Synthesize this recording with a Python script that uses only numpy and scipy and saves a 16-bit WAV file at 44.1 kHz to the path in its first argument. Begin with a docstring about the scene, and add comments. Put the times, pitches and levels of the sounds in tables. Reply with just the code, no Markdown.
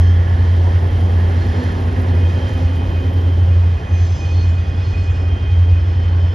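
"""Freight train creeping through a yard

Diesel exhaust throbs low, a gear hum climbs in pitch and rough wheels roar on the rails, cracking grit.
Car bodies knock, boom and growl. Flanges rub in a curve and set the wheels singing in thin, high tones
that swell, chirp and fade. It is all heard in stereo on a phone beside a crossing."""
import sys
import numpy as np
from scipy import signal
from scipy.fft import rfft, irfft
from scipy.io import wavfile
from scipy.ndimage import uniform_filter1d

SR = 44100
rng = np.random.default_rng(int(sys.argv[2]) if len(sys.argv) > 2 else 0)


def master(y):
    """Save y as 16-bit WAV."""
    cut = np.clip(np.atleast_2d(y).T, -1, 1)
    pcm = np.round(cut * 32767)  # scale
    wavfile.write(sys.argv[1], SR, pcm.astype(np.int16))


N = 279594
TIME = np.arange(N) / SR
FREQ = np.maximum(np.arange(N // 2 + 1) * SR / N, 1)

# colour of steel hissing on steel, rolling or scraping: (frequency [Hz], relative level [dB])
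STEEL_HISS = [(2800, -18.5), (3600, -1), (4500, -3.5), (5200, -3.5), (6000, -8), (7000, -10), (8300, -21.5),
              (10000, -43.5)]


def undb(db):
    """Decibels to gain."""
    return 10 ** (np.asarray(db) / 20)


def curves(table):
    """One envelope per value column, in straight lines between the table's times."""
    times, *columns = np.transpose(table)
    return [np.interp(TIME, times, column) for column in columns]


def across(hz, values):
    """Values joined by straight lines on a log-frequency axis."""
    return np.interp(np.log(FREQ), np.log(hz), values)


def unit(x):
    """Scale to rms 1."""
    return x / np.sqrt(np.mean(x ** 2))


def noise(gain):
    """Mono noise with the given gain at each frequency, rms 1."""
    return unit(irfft(rfft(rng.standard_normal(N)) * gain, N))


def drift(hz, steps=4096):
    """Smooth random modulation that changes about hz times a second, rms 1."""
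    rates = np.arange(steps // 2 + 1) * SR / N
    slow = irfft(rfft(rng.standard_normal(steps)) / (1 + (rates / hz) ** 4))
    return np.interp(TIME, np.linspace(0, N / SR, steps), unit(slow))


def place(x, pan_db):
    """Pan a mono sound, louder on the left by pan_db."""
    return x * undb(np.array([[pan_db], [-pan_db]]) / 2)


def stereo_noise(gain):
    """Noise at two microphone ports: a shared part shifted in phase, plus a diffuse part for each."""
    # stereo image: (frequency [Hz], left minus right [dB], left phase lead [rad], coherence [0-1])
    image = [(90, -0.5, -0.05, 1.0), (280, -2.1, 0.56, 0.95), (700, 0.8, 1.01, 0.8),
             (1100, -0.4, 1.72, 0.6), (1500, -7.4, 3.12, 0.72), (1850, -8.6, 0.59, 0.82),
             (2600, -1.6, 0.36, 0.97), (4000, -0.0, 0.08, 0.98), (5000, 0.1, -0.12, 0.98),
             (6400, -0.1, -0.99, 0.93), (7400, 0.0, -1.81, 0.77), (8500, -0.0, -3.14, 0.95),
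             (9600, -0.0, 2.13, 0.74), (12000, 0.0, -0.0, 1.0)]
    hz, balance_db, lead, coherence = np.transpose(image)
    shared = np.clip(across(hz, coherence), 0, 1)
    to_left = undb(across(hz, balance_db) / 2) * np.exp(.5j * across(hz, np.unwrap(lead)))
    white = rfft(rng.standard_normal((3, N)))
    blend = np.sqrt(shared) * white[0] + np.sqrt(1 - shared) * white[1:]
    pair = irfft(gain * np.array([to_left, 1 / to_left]) * blend, N)
    return pair / np.std(pair.mean(0))


def wash(colour, flicker_db, flicker_hz):
    """A broad bed of noise whose level flickers."""
    hz, db = np.transpose(colour)
    skirts = np.minimum(FREQ / hz[0], 1) ** 4 * np.minimum(hz[-1] / FREQ, 1) ** 4
    return stereo_noise(undb(across(hz, db)) * skirts) * undb(flicker_db * drift(flicker_hz))


def sing(modes, steady=0.5, settle_s=0.048):
    """Resonances kept ringing by noise, as by friction; steady (0-1) evens out their joint loudness."""
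    power = sum(undb(2 * db) / width / (1 + ((FREQ - hz) / width) ** 2) ** 2 for hz, width, db in modes)
    total_gain = np.sqrt(sum(undb(2 * db) for _, _, db in modes))
    ringing = stereo_noise(np.sqrt(power))
    loudness = np.sqrt(uniform_filter1d(np.mean(ringing ** 2, axis=0), int(settle_s * SR)))
    return unit(ringing / loudness ** steady) * total_gain


def turns(hz):
    """Phase of something turning at hz, from a random start."""
    return 2 * np.pi * (np.cumsum(hz) / SR + rng.random())


def hum(hz, wander, waver_db, overtone_db, rough=0):
    """A machine tone and its octave, wavering in pitch and level; rough adds a fast flutter."""
    phase = turns(hz * (1 + wander * drift(12.09)))
    octave = np.sin(2 * phase + drift(25)) * undb(overtone_db)
    waver = undb(waver_db * drift(2.2))
    flutter = unit(1 + rough * drift(26))
    return np.sqrt(2) * (np.sin(phase) + octave) * waver * flutter


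def nearness(pass_s=1.5, late_s=0, closest_s=1.59):
    """How near the noisiest wheels seem: 1 at closest_s + late_s, a half pass_s before and after."""
    return np.exp(-((TIME - closest_s - late_s) / pass_s) ** 2 * np.log(2))


def passing(far_db, swell_db, pass_s, late_s=0):
    """Pass-by gain: up from the distant level by swell_db, then back down."""
    return undb(far_db + swell_db * nearness(pass_s, late_s))


def rubbing(cue, idle_db, attack_s=0.075, release_s=.08):
    """Gain of one sound: light steady contact, rubs that build, hold and ring out, and brief chirps."""
    # a wheel bears on the rail: (full strength from [s], hold [s], level [dB], cue label)
    rubs = [(0, 0.46, -42, "tread"), (.65, .25, -48, "tread"), (1.2, .5, -42.5, "tread"),
            (1.95, .6, -46.5, "tread"), (3.85, .2, -48, "tread"), (.45, 0.27, -56, "scrape"),
            (1.45, 0.28, -51.5, "scrape"), (2.3, 0.33, -51, "scrape"), (4.0, .45, -51.5, "scrape"),
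            (4.8, 0.14, -53.5, "scrape"), (1.52, .08, -41, "growl"), (2.18, .06, -37.5, "growl"),
            (2.92, .3, -36.5, "growl"), (0, .45, -39, "boom"), (4.15, .62, -35, "boom"),
            (0, .5, -48, "groan"), (6.08, .1, -46.5, "groan"), (1.47, .6, -59, "first"),
            (2.15, .87, -49.5, "first"), (3.1, .4, -59, "first"), (3.52, .65, -51.5, "first"),
            (4.22, 1.3, -49.5, "first"), (5.62, .72, -53.5, "first"), (.3, .2, -54, "second"),
            (1.54, .17, -54, "second"), (2.44, .1, -46.5, "second"), (2.7, .75, -49, "second"),
            (4.26, .05, -49.5, "second"), (5.0, .55, -54.5, "second"), (6.21, .1, -46.5, "second"),
            (.04, .11, -46, "third"), (.45, 1.25, -55, "third"), (2.24, .24, -46.5, "third"),
            (2.87, .5, -54, "third"), (4.26, .05, -53, "third"), (5.3, .33, -45.5, "third"),
            (1.42, .32, -54, "fourth"), (4.3, .28, -55, "fifth"), (6.05, .25, -59, "fifth"),
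            (2.26, .17, -50.5, "sixth"), (0, .13, -58, "low"), (4.0, 1.1, -57.5, "low"),
            (5.85, .49, -62, "low"), (0, .1, -57, "high"), (3.97, .26, -50.5, "high"),
            (4.32, .11, -55, "high"), (4.58, .1, -63, "high"), (4.85, .28, -60.5, "high"),
            (5.3, .6, -69, "high"), (0, .08, -54.5, "thin"), (4.06, .19, -52, "thin"),
            (4.35, .15, -58.5, "thin"), (4.78, .26, -56, "thin"), (5.19, .04, -56.5, "thin"),
            (5.8, .16, -58, "thin"), (6.22, .12, -58, "thin"), (1.57, .05, -65, "top"),
            (4.06, .14, -59, "top"), (4.47, .05, -60, "top"), (4.98, .2, -61, "top"),
            (2.85, .4, -68, "whistle")]
    # a flange catches and lets go at once: (peak time [s], length [s], level [dB], cue label)
    chirps = [(2.22, .04, -46, "first"), (2.98, .05, -48, "first"), (3.5, .04, -48, "first"),
              (3.96, .025, -45, "first"), (4.24, .05, -44, "first"), (4.31, .03, -42.5, "first"),
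              (4.44, .025, -44.5, "first"), (4.58, .025, -46, "first"), (4.66, .025, -46, "first"),
              (4.82, .03, -48, "first"), (4.97, .05, -40, "first"), (5.09, .04, -47, "first"),
              (5.17, .06, -46.5, "first"), (5.28, .035, -44, "first"), (5.41, .055, -45.5, "first"),
              (5.5, .04, -47.5, "first"), (5.72, .035, -44, "first"), (5.765, .025, -43.5, "first"),
              (6.13, .03, -49, "first"), (5.79, .05, -48.5, "second"), (6.04, .08, -44.5, "second"),
              (5.99, .035, -44, "squeak"), (4.26, .03, -50.5, "screech"), (4.4, .07, -45, "screech"),
              (4.85, .03, -55, "screech"), (5.0, .07, -51.5, "screech")]
    power = undb(2 * idle_db)
    for start, hold, db, label in rubs:
        if label == cue:
            before, after = np.maximum(start - TIME, 0), np.maximum(TIME - start - hold, 0)
            power = power + (undb(db) * np.exp(-before / attack_s - after / release_s)) ** 2
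    for peak, length, db, label in chirps:
        if label == cue:
            power = power + undb(2 * db) * .5 ** ((2 * (TIME - peak) / length) ** 2)
    return np.sqrt(power)


def yard_machines():
    """Machines around the yard hold faint, steady tones."""
    # machine tones: (frequency [Hz], width [Hz], level [dB])
    tones = [(799, 5, -49), (1099, 13, -55), (1567, 11, -61), (9513, 5, -83), (9687, 6, -84)]
    return sing(tones)


def ground_rumble():
    """The ground rumbles under the train, slowly heaving in level."""
    # colour of the rumble: (frequency [Hz], relative level [dB])
    colour = [(18, -28.5), (30, -15.5), (42, -4), (55, 1), (72, 5.5), (90, 4), (115, -5), (140, -12),
              (200, -25)]
    return wash(colour, flicker_db=1.5, flicker_hz=0.66) * undb(-24.5)


def drone(start_s=4.3, attack_s=.6, start_hz=64.3, rise_hz_per_s=2.1):
    """A low tone fades in late and creeps sharp."""
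    age = TIME - start_s
    tone = hum(start_hz + rise_hz_per_s * age, wander=0.0064, waver_db=4.0, overtone_db=-30.5)
    return tone * np.clip(age / attack_s, 0, 1) * undb(-25.5)


def locomotives(firing_hz=87.1, wander=0.00267, rough=0.0066, slip_rad=0.69, waver_db=0):
    """Two diesels blend into one firing tone; uneven cylinders add shaft orders that beat against it."""
    # swell and sag of the exhaust's firing tone: (time [s], level [dB])
    exhaust = [(0.0, -7), (0.21, -9.5), (0.3, -15), (0.44, -12.5), (0.47, -10.5), (0.58, -9), (0.92, -13.5),
               (1.18, -11), (1.71, -19), (2.24, -11), (2.49, -21.5), (2.67, -12), (2.81, -18), (3.57, -8.5),
               (3.74, -13), (3.83, -31), (3.94, -11), (4.13, -12), (4.17, -32), (4.2, -20), (4.39, -11),
               (4.58, -12.5), (4.67, -24), (4.75, -18), (5.33, -14), (5.38, -22.5), (5.58, -8), (5.79, -10),
               (5.83, -16), (6.25, -9.5), (6.34, -19)]
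    # crankshaft of each locomotive: (rate [Hz])
    shafts = [10.71, 10.92]
    # weaker tones around the firing tone: (multiple of shaft rate, level [dB])
    orders = [(5, -37.5), (6, -41), (7, -34.5), (9, -28.5), (10, -43), (11, -39)]
    exhaust_db, = curves(exhaust)
    firing = np.sin(turns(firing_hz * (1 + wander * drift(1.61))))
    throb = firing * undb(exhaust_db - 0.9) * (1 + rough * drift(14))
    for shaft_hz in shafts:
        shaft = turns(shaft_hz * (1 + wander * drift(3.2)))
        for order, db in orders:
            phase = order * shaft + slip_rad * drift(1.5) + 2 * np.pi * rng.random()
            throb += undb(db) * unit(undb(waver_db * drift(3.5))) * np.sin(phase)
    return np.sqrt(2) * throb


def gears(slow_hz=212, full_hz=281, steepest_s=1.65, spread_s=1.15):
    """The rough gear hum climbs along an S-curve as the drive gathers speed."""
    # envelopes of the hum: (time [s], fundamental level [dB], octave level [dB])
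    levels = [(0, -41, -50), (1.2, -41, -50), (1.4, -33, -49), (2.1, -30.5, -41), (2.3, -39, -39),
              (2.65, -33.5, -41), (2.85, -35, -50), (3.35, -32.5, -46), (3.5, -52, -44), (4.3, -54, -57),
              (4.7, -41, -57), (5.6, -40, -57), (6.34, -47, -57)]
    tone_db, octave_db = curves(levels)
    speed = 1 / (1 + np.exp((steepest_s - TIME) / spread_s))
    hz = slow_hz + (full_hz - slow_hz) * speed
    return hum(hz, wander=0.009, waver_db=1.5, overtone_db=octave_db - tone_db, rough=0.5) * undb(tone_db)


def rolling():
    """Rough treads roll by: cars roar, steel rings and hisses, grit sizzles, all swelling at the pass."""
    # colours of the low roar, mid ring and top sizzle: (frequency [Hz], relative level [dB])
    car_roar = [(90, -17.5), (150, 1.5), (200, -1), (300, -5), (370, -3.5), (520, -8), (720, -10.5),
                (860, -11), (1050, -14.5), (1500, -44.5)]
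    steel_ring = [(850, -20), (1150, -0.5), (1500, -0.5), (1800, -4), (2050, -4.5), (2300, -10), (2800, -9),
                  (3300, -10.5), (4200, -28.5)]
    grit_sizzle = [(7800, -36.5), (9200, 4), (10500, -6.5), (12000, -11), (14000, -19), (15500, -45.5)]
    roar = wash(car_roar, flicker_db=1.12, flicker_hz=16)
    ring = wash(steel_ring, flicker_db=0.8, flicker_hz=29)
    hiss = wash(STEEL_HISS, flicker_db=0.94, flicker_hz=26)
    sizzle = wash(grit_sizzle, flicker_db=0, flicker_hz=60)
    return (roar * passing(far_db=-33.5, swell_db=6.0, pass_s=1.49, late_s=0.056)
            + ring * passing(far_db=-43, swell_db=3.5, pass_s=1.1)
            + hiss * passing(far_db=-53.5, swell_db=3.5, pass_s=1.6)
            + sizzle * passing(far_db=-74, swell_db=10.5, pass_s=2.1))


def grit_crackle(decay_s=0.0024, centre_hz=10900, width_hz=1100, faint_per_s=70):
    """Grit cracks under the wheels: a few clear ticks in a fine crackle that thickens as they near."""
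    # dry ticks that stand out: (time [s], relative level [dB])
    ticks = [(0.648, -49), (0.8241, -45), (1.0062, -44), (1.2022, -47), (1.283, -50), (1.4666, -47),
             (1.6397, -43), (1.9266, -44), (1.9924, -46), (2.0179, -43), (2.3317, -48), (2.4908, -42),
             (2.5761, -44), (2.7602, -42), (2.7786, -42), (3.1383, -44), (4.8235, -54)]
    hits = rng.random(N) < faint_per_s * nearness() ** 2 / SR
    cracks = hits * undb(-62 + 3 * rng.standard_normal(N))
    for start, db in ticks:
        cracks[int(start * SR)] += undb(db - 6)
    envelope = signal.lfilter([1], [1, -np.exp(-1 / (decay_s * SR))], cracks)
    return envelope * noise(np.exp(-((FREQ - centre_hz) / width_hz) ** 2 / 2))


def rail_joints(rise_s=0.014):
    """A wheel drops over a joint and jolts the car body: a soft knock, smeared by distance."""
    # dull knocks: (time [s], level [dB])
    knocks = [(.592, -35), (.636, -28.5), (.664, -25.5), (.835, -36), (5.35, -37)]
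    # modes of the jolted body: (frequency [Hz], width [Hz], relative level [dB])
    body_modes = [(238, 35, 0), (520, 220, -5.5), (830, 220, -3)]
    envelope = np.zeros(N)
    for start, db in knocks:
        age = np.maximum(TIME - start, 0) / rise_s
        envelope += undb(db) * age * np.exp((1 - age ** 2) / 2)
    return envelope * unit(sing(body_modes, steady=.8))


def car_bodies():
    """The hollow cars boom, groan and growl as they sway."""
    # body resonances, low to high: (frequency [Hz], width [Hz], relative level [dB])
    boom = [(134, 9, 0), (158, 16, -5)]
    growl = [(376, 53, -0.5), (480, 98, -5)]
    groan = [(1100, 60, -2), (1450, 130, 0)]
    return (sing(boom) * rubbing("boom", idle_db=-50)
            + sing(growl) * rubbing("growl", idle_db=-66)
            + sing(groan) * rubbing("groan", idle_db=-64.5))


def tread_grind():
    """Treads grind on the rail head and stir broad midrange resonances."""
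    # grinding modes: (frequency [Hz], width [Hz], relative level [dB])
    modes = [(1720, 31, -1.5), (1860, 220, -0.5)]
    return sing(modes) * rubbing("tread", idle_db=-55)


def flange_scrape():
    """Flanges scrape along the rail in short swells of hiss."""
    return wash(STEEL_HISS, flicker_db=-0.6, flicker_hz=9) * rubbing("scrape", idle_db=-70.5)


def wheel_squeal():
    """Flanges rub in the curve and each wheel sings in its own narrow modes."""
    # modes of the singing wheels: (frequency [Hz], width [Hz], relative level [dB])
    first_wheel = [(2481, 8, 0), (2497, 8, -6), (2830, 25, -15)]
    second_wheel = [(3092, 9, 0)]
    third_wheel = [(3169, 8, 0)]
    fourth_wheel = [(3332, 25, 0), (4242, 18, -2), (5152, 30, -9)]
    fifth_wheel = [(3015, 10, 0), (3564, 14, -7)]
    # a slightly lower tone that briefly beats against the third wheel's squeal: (same columns)
    third_wheel_beat = [(3144, 8, 0)]
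    beat_cue = "sixth"  # label of the rub that swells the third wheel's beating tone
    # more wheel modes, from squeak up to whistle: (frequency [Hz], width [Hz], relative level [dB])
    squeak = [(1890, 12, 0)]
    low_squeal = [(3374, 18, 2.5), (4287, 12, -1), (4750, 12, -6.5)]
    screech = [(4285, 10, 0)]
    thin_squeal = [(5220, 22, 0)]
    high_squeal = [(6150, 14, 0), (10578, 20, -28)]
    top_squeal = [(7074, 12, 0), (7989, 9, -14)]
    whistle = [(13355, 8, 0)]
    return (sing(first_wheel, steady=.55, settle_s=.035) * rubbing("first", idle_db=-66)
            + sing(second_wheel, steady=.7) * rubbing("second", idle_db=-54.5)
            + sing(third_wheel, steady=.8) * rubbing("third", idle_db=-55)
            + sing(fourth_wheel) * rubbing("fourth", idle_db=-79.5)
            + sing(fifth_wheel) * rubbing("fifth", idle_db=-81)
            + sing(third_wheel_beat) * rubbing(beat_cue, idle_db=-70)
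            + sing(squeak, steady=.9, settle_s=.02) * rubbing("squeak", idle_db=-75.5)
            + sing(low_squeal) * rubbing("low", idle_db=-63)
            + sing(screech, steady=.9, settle_s=.02) * rubbing("screech", idle_db=-78.5)
            + sing(high_squeal, steady=.75, settle_s=.03) * rubbing("high", idle_db=-73)
            + sing(thin_squeal) * rubbing("thin", idle_db=-68)
            + sing(top_squeal, steady=.7) * rubbing("top", idle_db=-83.5)
            + sing(whistle) * rubbing("whistle", idle_db=-110, attack_s=.01))


def scene():
    """Engines and rumble at the bottom, rolling noise in the middle, singing wheels on top."""
    engines = place(locomotives() + drone(), pan_db=-.55)
    drive = place(gears(), pan_db=-4.5)
    track = ground_rumble() + rolling() + rail_joints()
    friction = tread_grind() + car_bodies() + flange_scrape() + wheel_squeal()
    return engines + drive + track + friction + yard_machines() + grit_crackle()


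def record(dry, top_hz=14400):
    """The phone cuts the top treble with a steep low-pass."""
    return signal.sosfilt(signal.ellip(8, .2, 70, top_hz, fs=SR, output="sos"), dry)


dry = scene()
out = record(dry)
master(out)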